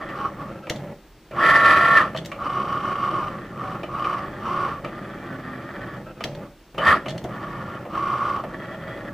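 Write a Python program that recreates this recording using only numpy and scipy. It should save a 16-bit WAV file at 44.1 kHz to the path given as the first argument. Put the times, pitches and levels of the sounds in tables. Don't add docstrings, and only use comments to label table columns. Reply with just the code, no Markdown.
import sys
import numpy as np
from scipy import signal
from scipy.fft import rfft, irfft
from scipy.io import wavfile
from scipy.ndimage import uniform_filter1d

SR = 44100
rng = np.random.default_rng(int(sys.argv[2]) if len(sys.argv) > 2 else 0)


def inscribe(sig):
    pcm = np.round(np.clip(np.atleast_2d(sig).T, -1, 1) * 32767)
    wavfile.write(sys.argv[1], SR, pcm.astype(np.int16))


N = 402633
TIME = np.arange(N) / SR

DRAW_HZ, TRAVEL_HZ, CREEP_HZ, SLIDE_HZ = 32.7, 62.28, 13.15, 40.52
TEETH = 11
WHEEL_RATIO, TIGHT_SPOT_S = 5, 2.806
SHAKE_RELEASE_S = 0.036
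ROD_HZ, ROD_WIDTH_HZ = 2956, 70
LIFT_HUM_START_HZ, LIFT_HUM_END_HZ = 120.3, 178
ROOM_DB = -50.5
TOP_HZ = 15400

# (start [s], end [s], speeding up [s], braking [s],
# top shaft speed [Hz], + out or right, - in or left, load [dB])
ROLLER_MOVES = [(0, .11, .01, .09, -12, -1), (.09, .33, .09, 0.078, 25, -1.5),
                (.35, .52, .06, 0.079, -18, -1), (1.32, 2.11, .11, 0.13, TRAVEL_HZ, -2),
                (2.34, 3.44, .125, 0.25, -DRAW_HZ, 0), (3.5, 3.83, .14, 0.083, 23, -2),
                (3.85, 4.31, .15, .17, -DRAW_HZ, -0.5), (4.35, 4.82, .15, .16, DRAW_HZ, 0.5),
                (6.39, 6.49, .035, .06, 7, -2), (6.785, 6.99, .1, 0.09, -62, -8.5),
                (7.26, 7.87, .07, .13, 15, -2.5), (7.87, 8.45, .11, 0.096, DRAW_HZ, 0)]
CARRIAGE_MOVES = [(0, .19, 0.0095, 0.06, CREEP_HZ, 1.5), (.2, .6, 0.11, .08, -7.5, -4.5),
                  (1.32, 2.11, 0.12, 0.13, SLIDE_HZ, 0.5), (3.2, 4.08, .13, .6, -CREEP_HZ, -1.5),
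                  (4.08, 4.58, .12, .2, -CREEP_HZ, -2.5), (4.58, 4.82, .1, .11, -CREEP_HZ, 1),
                  (4.82, 6.04, .06, 0.086, -CREEP_HZ, -0.5), (6.02, 6.14, .05, 0.033, -7, -14),
                  (6.775, 6.998, 0.095, .09, 41.5, 6.5), (7.26, 7.88, 0.073, .13, -12, 0.5),
                  (8.44, 9.17, 0.098, 0.093, CREEP_HZ, 0.5)]
# (shaft speed [Hz], relative level [dB])
ROLLER_LOUDNESS = [(0, -61), (4, -44), (15, -33.5), (24, -27.5), (33, -25.5), (50, -18.5), (62, -20.5)]
CARRIAGE_LOUDNESS = [(0, -57.5), (4, -53.5), (13, -46), (26, -32.5), (40, -20), (44, -19.5)]
# (multiple of shaft speed, rounded in use [1], relative levels
# slow backward [dB], slow forward [dB], at full speed [dB])
ROLLER_WHINE = [(3, 13.5, 8, -10), (4, 5, -2, -18), (10, -25, -12.5, 3), (11, -3, 0, 5),
                (17, -2.5, 0.5, -2), (18, -25, -12, -0.5), (19, -4, -9, -16), (21, -25, -22, 4),
                (22, 3, -1.5, 12.5), (25, -5, -12.5, -21), (31, -16, -3, -6), (33, 6.5, 6.5, -6),
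                (34, -6, -8, -9), (35, -18, -10, -5), (41, -6.5, -6.5, -12), (44, -24, 0.5, -14),
                (49, -24, -5.5, -4), (55, 1, -6, -5), (63.7, -19, 3, 8), (65.1, -4, -16, -8),
                (72.2, -26, -6, -4), (86.8, 0, -21, -9.5), (90.9, -3.5, -24, -5), (95.6, 1.5, -17.5, -10.5),
                (99, -10, -4.5, -9)]
CARRIAGE_WHINE = [(2, -32, -29, 0), (4, -22, -26, -9), (23, -19, -15, -23.5), (42, -14, -2, -21),
                  (44, -15.5, -28, -3), (45, -22, -12, -12.5), (48, -27, -18, -14.5), (49, -21, -4.5, -10),
                  (60, -12, -6.5, -9), (90.25, -11, -24, -21), (96.2, -15, -32, -8), (118.2, -6, -19, -17),
                  (137, -16, -10, -21), (141, -21, -11, -10), (149.5, -16, -3, -19.5),
                  (179.7, -4.5, -9, -26), (253, -8, -5, -22)]
# (frequency [Hz], level [dB])
ROLLER_SLOPE = [(50, -24.5), (130, -33), (350, -12.5), (470, -20.5), (750, -18), (950, -19.5),
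                (1400, -17.5), (1600, -22), (1950, -27.5), (2300, -25), (3300, -33), (4000, -41),
                (7000, -52), (14000, -58.5)]
CARRIAGE_SLOPE = [(50, -33), (150, -18), (330, -2), (470, -8.5), (600, -5.5), (950, -7.5), (1300, 1),
                  (1560, -5), (1950, -9.5), (2100, -10.5), (2400, -12), (3300, -20.5), (4500, -28.5),
                  (6300, -37), (9000, -37), (14000, -46)]
# (frequency [Hz], width [Hz], rise [dB])
ROLLER_MODES = [(597, 160, 3.3), (800, 40, 6), (1111, 152, 11.93), (1196, 166, 10.7), (1380, 160, 5.8),
                (2940, 265, 6.2), (4000, 94, 5.8), (4670, 460, 7.9), (5630, 420, 10.4), (8700, 1200, 4.2)]
CARRIAGE_MODES = [(604, 155, 6.4), (797, 36, 4.4), (1139, 96, 8.2), (1395, 50, 6), (1703, 110, 7.9),
                  (1841, 133, 9), (1966, 82, 6.2), (3300, 400, 6.9), (4700, 420, 7.9)]

# (start [s], end [s], nominal gear pitch [Hz], tone level [dB],
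# case shaking, also the base of the hum level [dB])
LIFTS = [(.745, 0.901, 580, -40.5, -37.5), (2.13, 2.256, 615, -43, -37), (6.26, 6.44, 580, -41, -40.5),
         (7.05, 7.198, 625, -35.5, -36.5)]
# (time [s], relative level [dB], gain above the treble corner [dB])
CLICKS = [(0.6961, -15, 2), (0.759, -31, -17), (2.161, -25, -14), (2.172, -22, -22), (2.184, -25.5, -10),
          (2.247, -30, 2), (2.2569, -30, 12), (6.2378, -15, 0), (6.348, -33.5, -8), (7.082, -22, -19),
          (7.093, -26, -9), (7.104, -24, -17), (7.177, -24.5, -2), (7.239, -40, 13)]
# (frequency [Hz], level [dB])
CLICK_SLOPE = [(200, -22), (700, -9), (1200, -9), (2000, 5), (3200, 0), (4500, -7), (5600, -8.5),
               (7000, -11.5), (10000, -22.5), (15000, -23.5)]
# (frequency [Hz], width [Hz], rise [dB])
CLICK_MODES = [(2410, 290, -13), (3350, 590, 7.5), (6200, 700, 0.5)]
# (frequency [Hz], level [dB], 60 dB decay time [s])
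CLAMP_MODES = [(1840, -11.5, 0.078), (2800, -6, 0.071), (3240, 1, 0.018), (3710, -14, 0.037),
               (4240, -3, 0.039), (4550, -5, 0.052), (6200, -12, .04)]
# (time [s], relative level [dB],
# relative clack level [dB], guide rod level re the base [dB])
KNOCKS = [(0.088, -33, 1, -13), (0.668, -30.5, 0.5, -25), (0.703, -22, -26, -33), (1.312, -32, -5, -25),
          (2.146, -21.5, -4.5, -18), (2.315, -31.5, 7.5, -9), (3.831, -22, -3.5, -15),
          (4.042, -35, 13.5, -5), (4.845, -22.5, 1, -17), (6.205, -24, -1, -14), (6.246, -23, -17, -30),
          (6.745, -36, -1, -29), (6.779, -18, -3, -5), (7.058, -22.5, -3.5, -12), (7.244, -21, -21, -35),
          (7.85, -27, -15, -33), (8.436, -20.5, -16, -32)]
# (frequency [Hz], level [dB])
THUD_SLOPE = [(80, -25), (150, -4.5), (320, -2), (450, -4.5), (600, 5.5), (820, -5), (1100, -11),
              (2000, -18.5), (6000, -51)]
CLACK_SLOPE = [(500, -50.5), (1200, 14), (1600, -2.5), (2000, -1), (3000, -5.5), (4500, -15.5), (8000, -29),
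               (15000, -37.5)]
# (frequency [Hz], width [Hz], rise [dB])
CLACK_MODES = [(2360, 200, 10), (2700, 360, 8.5)]
# (time [s], relative level [dB])
THUMPS = [(.704, -18), (6.247, -25), (7.243, -21)]
# (frequency [Hz], level [dB], 60 dB decay time [s])
THUMP_MODES = [(129, -5, .16), (192, -4, 0.1), (327, -2, 0.075), (413, -2, .06)]
# (time [s], peak level [dB])
ROLLER_BURSTS = [(.244, -16.5), (0.407, -26), (1.375, -21), (2.001, -10), (4.065, -18), (4.437, -29),
                 (6.856, -12.5), (6.919, -7.5), (8.209, -21)]
# (frequency [Hz], level [dB])
CHATTER_SLOPE = [(300, -40.5), (1250, 0.5), (2500, -30), (8000, -57)]
# (start [s], end [s], level [dB])
SETTLING = [(0.475, 0.6, -45.5), (0.62, .67, -42.5), (.865, 0.898, -48), (1.32, 1.352, -43),
            (6.054, 6.128, -43), (6.154, 6.2, -47), (6.42, 6.465, -52)]
# (frequency [Hz], level [dB])
SETTLE_SLOPE = [(300, -14), (600, 9), (900, -28), (1300, 0), (2000, -27), (2700, -13), (4000, -26),
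                (12000, -50)]
# (frequency [Hz], width [Hz], rise [dB])
SETTLE_MODES = [(1340, 260, 4.5), (1570, 170, 12), (2445, 200, 8), (2640, 220, 7)]

# (on [s], off [s])
POWERED = [(0, 0.61), (.66, 0.93), (1.31, 2.3), (2.32, 6.1), (6.17, 6.44), (6.745, 7.3), (7.24, 9.5)]
# (frequency [Hz], level [dB])
CASE_SLOPE = [(40, -32.5), (75, -15), (100, -6.5), (125, -5), (240, -12.5), (330, -5.5), (460, -13.5),
              (750, -15.5), (1000, -22.5), (2000, -24.5), (4000, -45), (12000, -54)]
# (frequency [Hz], width [Hz], rise [dB])
CASE_MODES = [(138.5, 18, 3), (198, 65, 9.55), (311, 27, 4.6), (566, 61, 13), (827, 56, 7.8)]
# (start [s], end [s], frequency [Hz], level [dB])
PANEL = (5, 6, 256.5, -44)
# (frequency [Hz], relative level [dB])
ROOM_SLOPE = [(28, -16), (40, 10), (60, -11), (130, -6.5), (260, -10.5), (325, -6), (450, -13.5),
              (1100, -18.5), (3500, -25), (10000, -37.5), (15000, -51)]
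# (frequency [Hz], mean level [dB])
WHISTLE = [(13001, -76), (14998, -73.5)]
# (frequency [Hz], relative level [dB])
WIDTH_SLOPE = [(40, -19.5), (100, -35), (300, -15), (600, -20), (1200, -17), (2500, -11), (5000, -2.5),
               (8000, -2.5), (11000, 2.5), (14000, -19)]


def undb(db):
    return 10 ** (np.asarray(db) / 20)


def unit(x):
    return x / np.sqrt(np.mean(x ** 2) + 1e-20)


def walk(rate):
    k = max(int(SR / rate), 2)
    points = rng.standard_normal(N // k + 2)
    line = np.interp(np.arange(N) / k, np.arange(N // k + 2), points)
    return unit(uniform_filter1d(line, k))


def body(slope, modes=()):
    size = 8192
    f = np.maximum(np.arange(size // 2 + 1) * SR / size, 1)
    hz, db = np.transpose(slope)
    db = np.interp(np.log(f), np.log(hz), db)
    for centre, width, rise in modes:
        db = db + rise / (1 + (2 * (f - centre) / width) ** 2)
    cepstrum = irfft(np.log(undb(db)))
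    cepstrum[1:size // 2] *= 2
    cepstrum[size // 2 + 1:] = 0
    return irfft(np.exp(rfft(cepstrum)))[:size // 2]


def ring(x, response):
    return signal.oaconvolve(x, response)[:len(x)]


def tail(t60):
    t = TIME[:SR // 2]
    y = rng.standard_normal(len(t)) * np.exp(-np.log(1000) * t / t60)
    return y / np.linalg.norm(y)


def add(out, start, sound):
    i = max(int(start * SR), 0)
    out[i:i + len(sound)] += sound[:N - i]


def during(spans):
    return sum(1. * (TIME >= start) * (TIME < end) for start, end, *_ in spans)


def drive(moves, loudness):
    hz, gain, forward = np.zeros(N), np.zeros(N), np.zeros(N)
    for start, end, up_s, brake_s, top_hz, load_db in moves:
        ramp = np.minimum((TIME - start) / up_s, (end - TIME) / brake_s)
        speed = abs(top_hz) * np.clip(ramp, 0, 1)
        forward[speed > hz] = top_hz > 0
        hz = np.maximum(hz, speed)
        level_db = np.interp(speed, *np.transpose(loudness)) + load_db
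        gain = np.maximum(gain, np.minimum(speed, 1) * undb(level_db))
    return hz, gain, forward


def shaft(hz, slow_hz, fast_hz, hunt):
    turns = np.cumsum(np.maximum(hz * (1 + hunt * walk(35)), 0)) / SR
    return turns, np.clip((hz - slow_hz) / (fast_hz - slow_hz), 0, 1)


def gear_rattle(turns, wear_db, scatter_db, strike_db, grit_db):
    mesh, step = turns * TEETH, np.gradient(turns)
    tooth = mesh.astype(int)
    wear, chance = rng.standard_normal(TEETH), rng.standard_normal(N // 20)
    wear = wear_db * (wear - wear.mean()) / wear.std()
    force = undb(wear)[tooth % TEETH] * undb(scatter_db * chance)[tooth]
    strikes = np.diff(tooth, prepend=tooth[0]) / np.sqrt(np.maximum(TEETH * step, 60 / SR))
    size = 1200
    faces = unit(irfft(np.exp(2j * np.pi * rng.random(size // 2 + 1))))
    rub = np.interp(turns * size, np.arange(size), faces, period=size) * np.sqrt(step * size)
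    grit = undb(grit_db) * rng.standard_normal(N)
    contact = unit(np.exp(-(mesh % 1)))
    return unit(force) * (undb(strike_db) * strikes + contact * (rub + grit))


def gear_whine(turns, fast, forward, orders, waver_db):
    out = 0
    for order, back_db, forward_db, fast_db in orders:
        slow_db = back_db + forward * (forward_db - back_db)
        gain = undb(slow_db + fast * (fast_db - slow_db) + waver_db * walk(22))
        out = out + gain * np.sin(2 * np.pi * (round(order) * turns + rng.random()))
    return np.sqrt(2) * out


def throb(turns, runout_db, uneven_db):
    return unit(undb(runout_db * np.cos(2 * np.pi * turns) + uneven_db * walk(70)))


def wheel_beat(turns, beat_db, easy_db):
    angle = 2 * np.pi * (turns - np.interp(TIGHT_SPOT_S, TIME, turns))
    tight = np.cos(angle / WHEEL_RATIO / 2) ** 4
    depth_db = easy_db + (beat_db - easy_db) * tight
    return unit(undb(depth_db * (np.cos(angle) - .5)))


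def rollers(hz, gain, forward):
    turns, fast = shaft(hz, DRAW_HZ, TRAVEL_HZ, hunt=.002)
    settled = np.clip(hz / DRAW_HZ, 0, 1)
    rattle = gear_rattle(turns, wear_db=-0.7, scatter_db=2.0, strike_db=-7.5, grit_db=0)
    rattle = rattle * undb(14.5 - 4.2 * fast)
    whine = gear_whine(turns, fast, forward, ROLLER_WHINE, waver_db=2.0)
    whine = whine * undb(1 - 8.3 * (1.5 - settled))
    beat_share = (1 - 0.92 * fast) * (1 - 0.5 * forward)
    beat = wheel_beat(turns, beat_db=5.5, easy_db=-0.5) ** beat_share
    load = throb(turns, runout_db=0.2, uneven_db=0.23) * beat
    return ring((rattle + whine) * load * gain, body(ROLLER_SLOPE, ROLLER_MODES))


def harden(x, amount, corner_hz):
    bass = signal.sosfilt(signal.butter(1, corner_hz, fs=SR, output="sos"), x)
    return x - np.clip(amount, 0, 1) * bass


def carriage(hz, gain, forward, wander):
    creeping = np.clip((SLIDE_HZ - hz) / (SLIDE_HZ - CREEP_HZ), 0, 1)
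    turns, fast = shaft(hz * (1 + wander * creeping * walk(14)), CREEP_HZ, SLIDE_HZ, hunt=.003)
    rattle = gear_rattle(turns, wear_db=0.5, scatter_db=1.5, strike_db=-14.5, grit_db=-2.0)
    rattle = harden(rattle * undb(13.5 - 3.27 * fast), 0.53 * fast, corner_hz=1200)
    whine = gear_whine(turns, fast, forward, CARRIAGE_WHINE, waver_db=3.5)
    load = throb(turns, runout_db=0.2, uneven_db=2.5)
    return ring((rattle + whine) * load * gain, body(CARRIAGE_SLOPE, CARRIAGE_MODES))


def pen_lift(rough, buzz_db, hum_db):
    out, wobble = np.zeros(N), walk(90)
    grit = unit(ring(rng.standard_normal(N), body(THUD_SLOPE)))
    for start, end, hz, db, case_db in LIFTS:
        span = slice(int(start * SR), int(end * SR))
        stroke = np.linspace(0, 1, len(TIME[span]))
        speed = np.sin(np.pi * stroke).clip(0) ** .5
        tone_hz = hz * (0.94 + 0.0834 * speed + rough * wobble[span])
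        tone = np.sin(2 * np.pi * np.cumsum(tone_hz) / SR)
        hum_hz = LIFT_HUM_START_HZ + (LIFT_HUM_END_HZ - LIFT_HUM_START_HZ) * stroke
        hum = np.sin(2 * np.pi * np.cumsum(hum_hz * (1 + rough * wobble[span])) / SR)
        buzz = undb(buzz_db) * grit[span] * (1 + hum)
        add(out, start, speed * (undb(db) * (tone + buzz) + undb(case_db + hum_db) * hum))
    return out


def blow(response, contact_s, t60, late_t60, late_db):
    crack = tail(t60) + undb(late_db) * tail(late_t60)
    onset = 1 - np.exp(-(TIME[:len(crack)] / contact_s) ** 2)
    y = ring(crack * onset, response)
    return y / np.abs(y).max()


def struck(modes):
    t = TIME[:SR // 4]
    y = sum(undb(db) * np.exp(-np.log(1000) * t / t60) * np.sin(2 * np.pi * hz * t)
            for hz, db, t60 in modes)
    return y / np.abs(y).max()


def pen_clicks(db, clamp_db, lag_s):
    out, holder = np.zeros(N), body(CLICK_SLOPE, CLICK_MODES)
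    treble = signal.butter(1, 7000, "high", fs=SR, output="sos")
    for start, level_db, top_db in CLICKS:
        click = blow(holder, contact_s=0.002, t60=0.026, late_t60=0.058, late_db=-7.0)
        top = signal.sosfilt(treble, click)
        add(out, start, undb(level_db + db) * (click + (undb(top_db) - 1) * top))
        add(out, start + lag_s, undb(level_db + clamp_db) * struck(CLAMP_MODES))
    return out


def gear_knocks(thud_db, clack_db):
    out, case, gears = np.zeros(N), body(THUD_SLOPE), body(CLACK_SLOPE, CLACK_MODES)
    t = TIME[:SR // 10]
    rod = np.exp(-np.pi * ROD_WIDTH_HZ * t) * np.sin(2 * np.pi * ROD_HZ * t)
    for start, level_db, hard_db, rod_db in KNOCKS:
        thud = blow(case, contact_s=0.0019, t60=0.14, late_t60=0.14, late_db=-10.0)
        clack = blow(gears, contact_s=0.0016, t60=0.028, late_t60=0.18, late_db=-4.5)
        ping = blow(rod, contact_s=0.00069, t60=0.1, late_t60=0.15, late_db=-14.0)
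        knock = undb(thud_db) * thud + undb(hard_db + clack_db) * clack + undb(rod_db) * ping
        add(out, start, undb(level_db) * knock)
    return out


def table_thumps():
    out = np.zeros(N)
    for start, level_db in THUMPS:
        add(out, start, undb(level_db) * struck(THUMP_MODES))
    return out


def roller_bursts():
    out, housing = np.zeros(N), body(CHATTER_SLOPE, ROLLER_MODES)
    for start, peak_db in ROLLER_BURSTS:
        burst = blow(housing, contact_s=0.0021, t60=0.08, late_t60=0.078, late_db=-6.5)
        add(out, start, undb(peak_db) * burst)
    return out


def settling_buzz(shaft_hz, fade_s):
    turns = np.cumsum(shaft_hz * (1 + 0.027 * walk(25))) / SR
    rattle = gear_rattle(turns, wear_db=-0.5, scatter_db=-0.5, strike_db=-0.5, grit_db=-13.0)
    buzz = unit(ring(rattle, body(SETTLE_SLOPE, SETTLE_MODES)))
    return buzz * sum(undb(db) * np.clip(np.minimum(TIME - start, end - TIME) / fade_s, 0, 1)
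                      for start, end, db in SETTLING)


def cogging(hz, full_hz, db, wander, waver_db, highest):
    turns = np.cumsum(hz * (1 + wander * walk(14))) / SR
    torque = sum(undb(waver_db * walk(16)) * np.sin(2 * np.pi * (k * turns + rng.random()))
                 for k in range(3, highest + 1))
    torque = torque * np.sqrt(np.minimum(hz / full_hz, 1))
    return undb(db) * unit(ring(torque, body(CASE_SLOPE, CASE_MODES)))


def shake(roller_hz, carriage_hz, hold_db, roller_db, carriage_db):
    lifting = sum(undb(db) ** 2 * during([(start, end)]) for start, end, *_, db in LIFTS)
    holding = undb(hold_db) ** 2 * during(POWERED)
    rolling = undb(roller_db) ** 2 * roller_hz / DRAW_HZ
    sliding = undb(carriage_db) ** 2 * carriage_hz / CREEP_HZ
    power = holding + lifting + rolling + sliding
    keep = np.exp(-2 / (SHAKE_RELEASE_S * SR))
    return np.sqrt(np.maximum(power, signal.lfilter([1 - keep], [1, -keep], power)))


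def case_rumble(strength, jolts_per_s):
    jolts = (rng.random(N) < jolts_per_s / SR) * rng.standard_normal(N)
    return unit(ring(jolts, body(CASE_SLOPE, CASE_MODES))) * strength


def panel_hum(waver_db):
    start, end, hz, db = PANEL
    swell = np.sqrt(np.sin(np.pi * np.clip((TIME - start) / (end - start), 0, 1)).clip(0))
    gain = swell * undb(db + waver_db * walk(15))
    return gain * np.sqrt(2) * np.sin(2 * np.pi * hz * TIME + walk(15))


def idle():
    whistle = sum(undb(db + 2 * walk(30)) * np.sqrt(2) * np.sin(2 * np.pi * hz * TIME)
                  for hz, db in WHISTLE)
    return undb(ROOM_DB) * unit(ring(rng.standard_normal(N), body(ROOM_SLOPE))) + whistle


def scene():
    roller_hz, roller_gain, outward = drive(ROLLER_MOVES, ROLLER_LOUDNESS)
    carriage_hz, carriage_gain, rightward = drive(CARRIAGE_MOVES, CARRIAGE_LOUDNESS)
    machine = rollers(roller_hz, roller_gain, outward)
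    machine += carriage(carriage_hz, carriage_gain, rightward, wander=.018)
    machine += pen_lift(rough=0.032, buzz_db=-13.0, hum_db=3.5)
    machine += pen_clicks(db=-0.5, clamp_db=-5.5, lag_s=.002)
    machine += gear_knocks(thud_db=1.0, clack_db=0.5)
    machine += table_thumps() * undb(-0.5)
    machine += roller_bursts()
    machine += settling_buzz(shaft_hz=24.4, fade_s=0.01)
    machine += cogging(roller_hz, DRAW_HZ, db=-46, wander=0.00199, waver_db=4.5, highest=12)
    machine += cogging(carriage_hz, CREEP_HZ, db=-45, wander=.018, waver_db=4.0, highest=33)
    shaking = shake(roller_hz, carriage_hz, hold_db=-39.5, roller_db=-38.5, carriage_db=-43)
    machine += case_rumble(shaking, jolts_per_s=1500)
    machine += panel_hum(waver_db=4.0)
    mid = machine + undb(-8.5) * ring(machine, tail(t60=0.27)) + idle()
    side = undb(-1.0) * ring(ring(mid, tail(t60=0.082)), body(WIDTH_SLOPE))
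    return np.array([mid + side, mid - side])


def record(dry):
    dry = dry / (1 + (dry / .78) ** 4) ** .25
    return signal.sosfilt(signal.ellip(8, .2, 70, TOP_HZ, fs=SR, output="sos"), dry)


dry = scene()
out = record(dry)
inscribe(out)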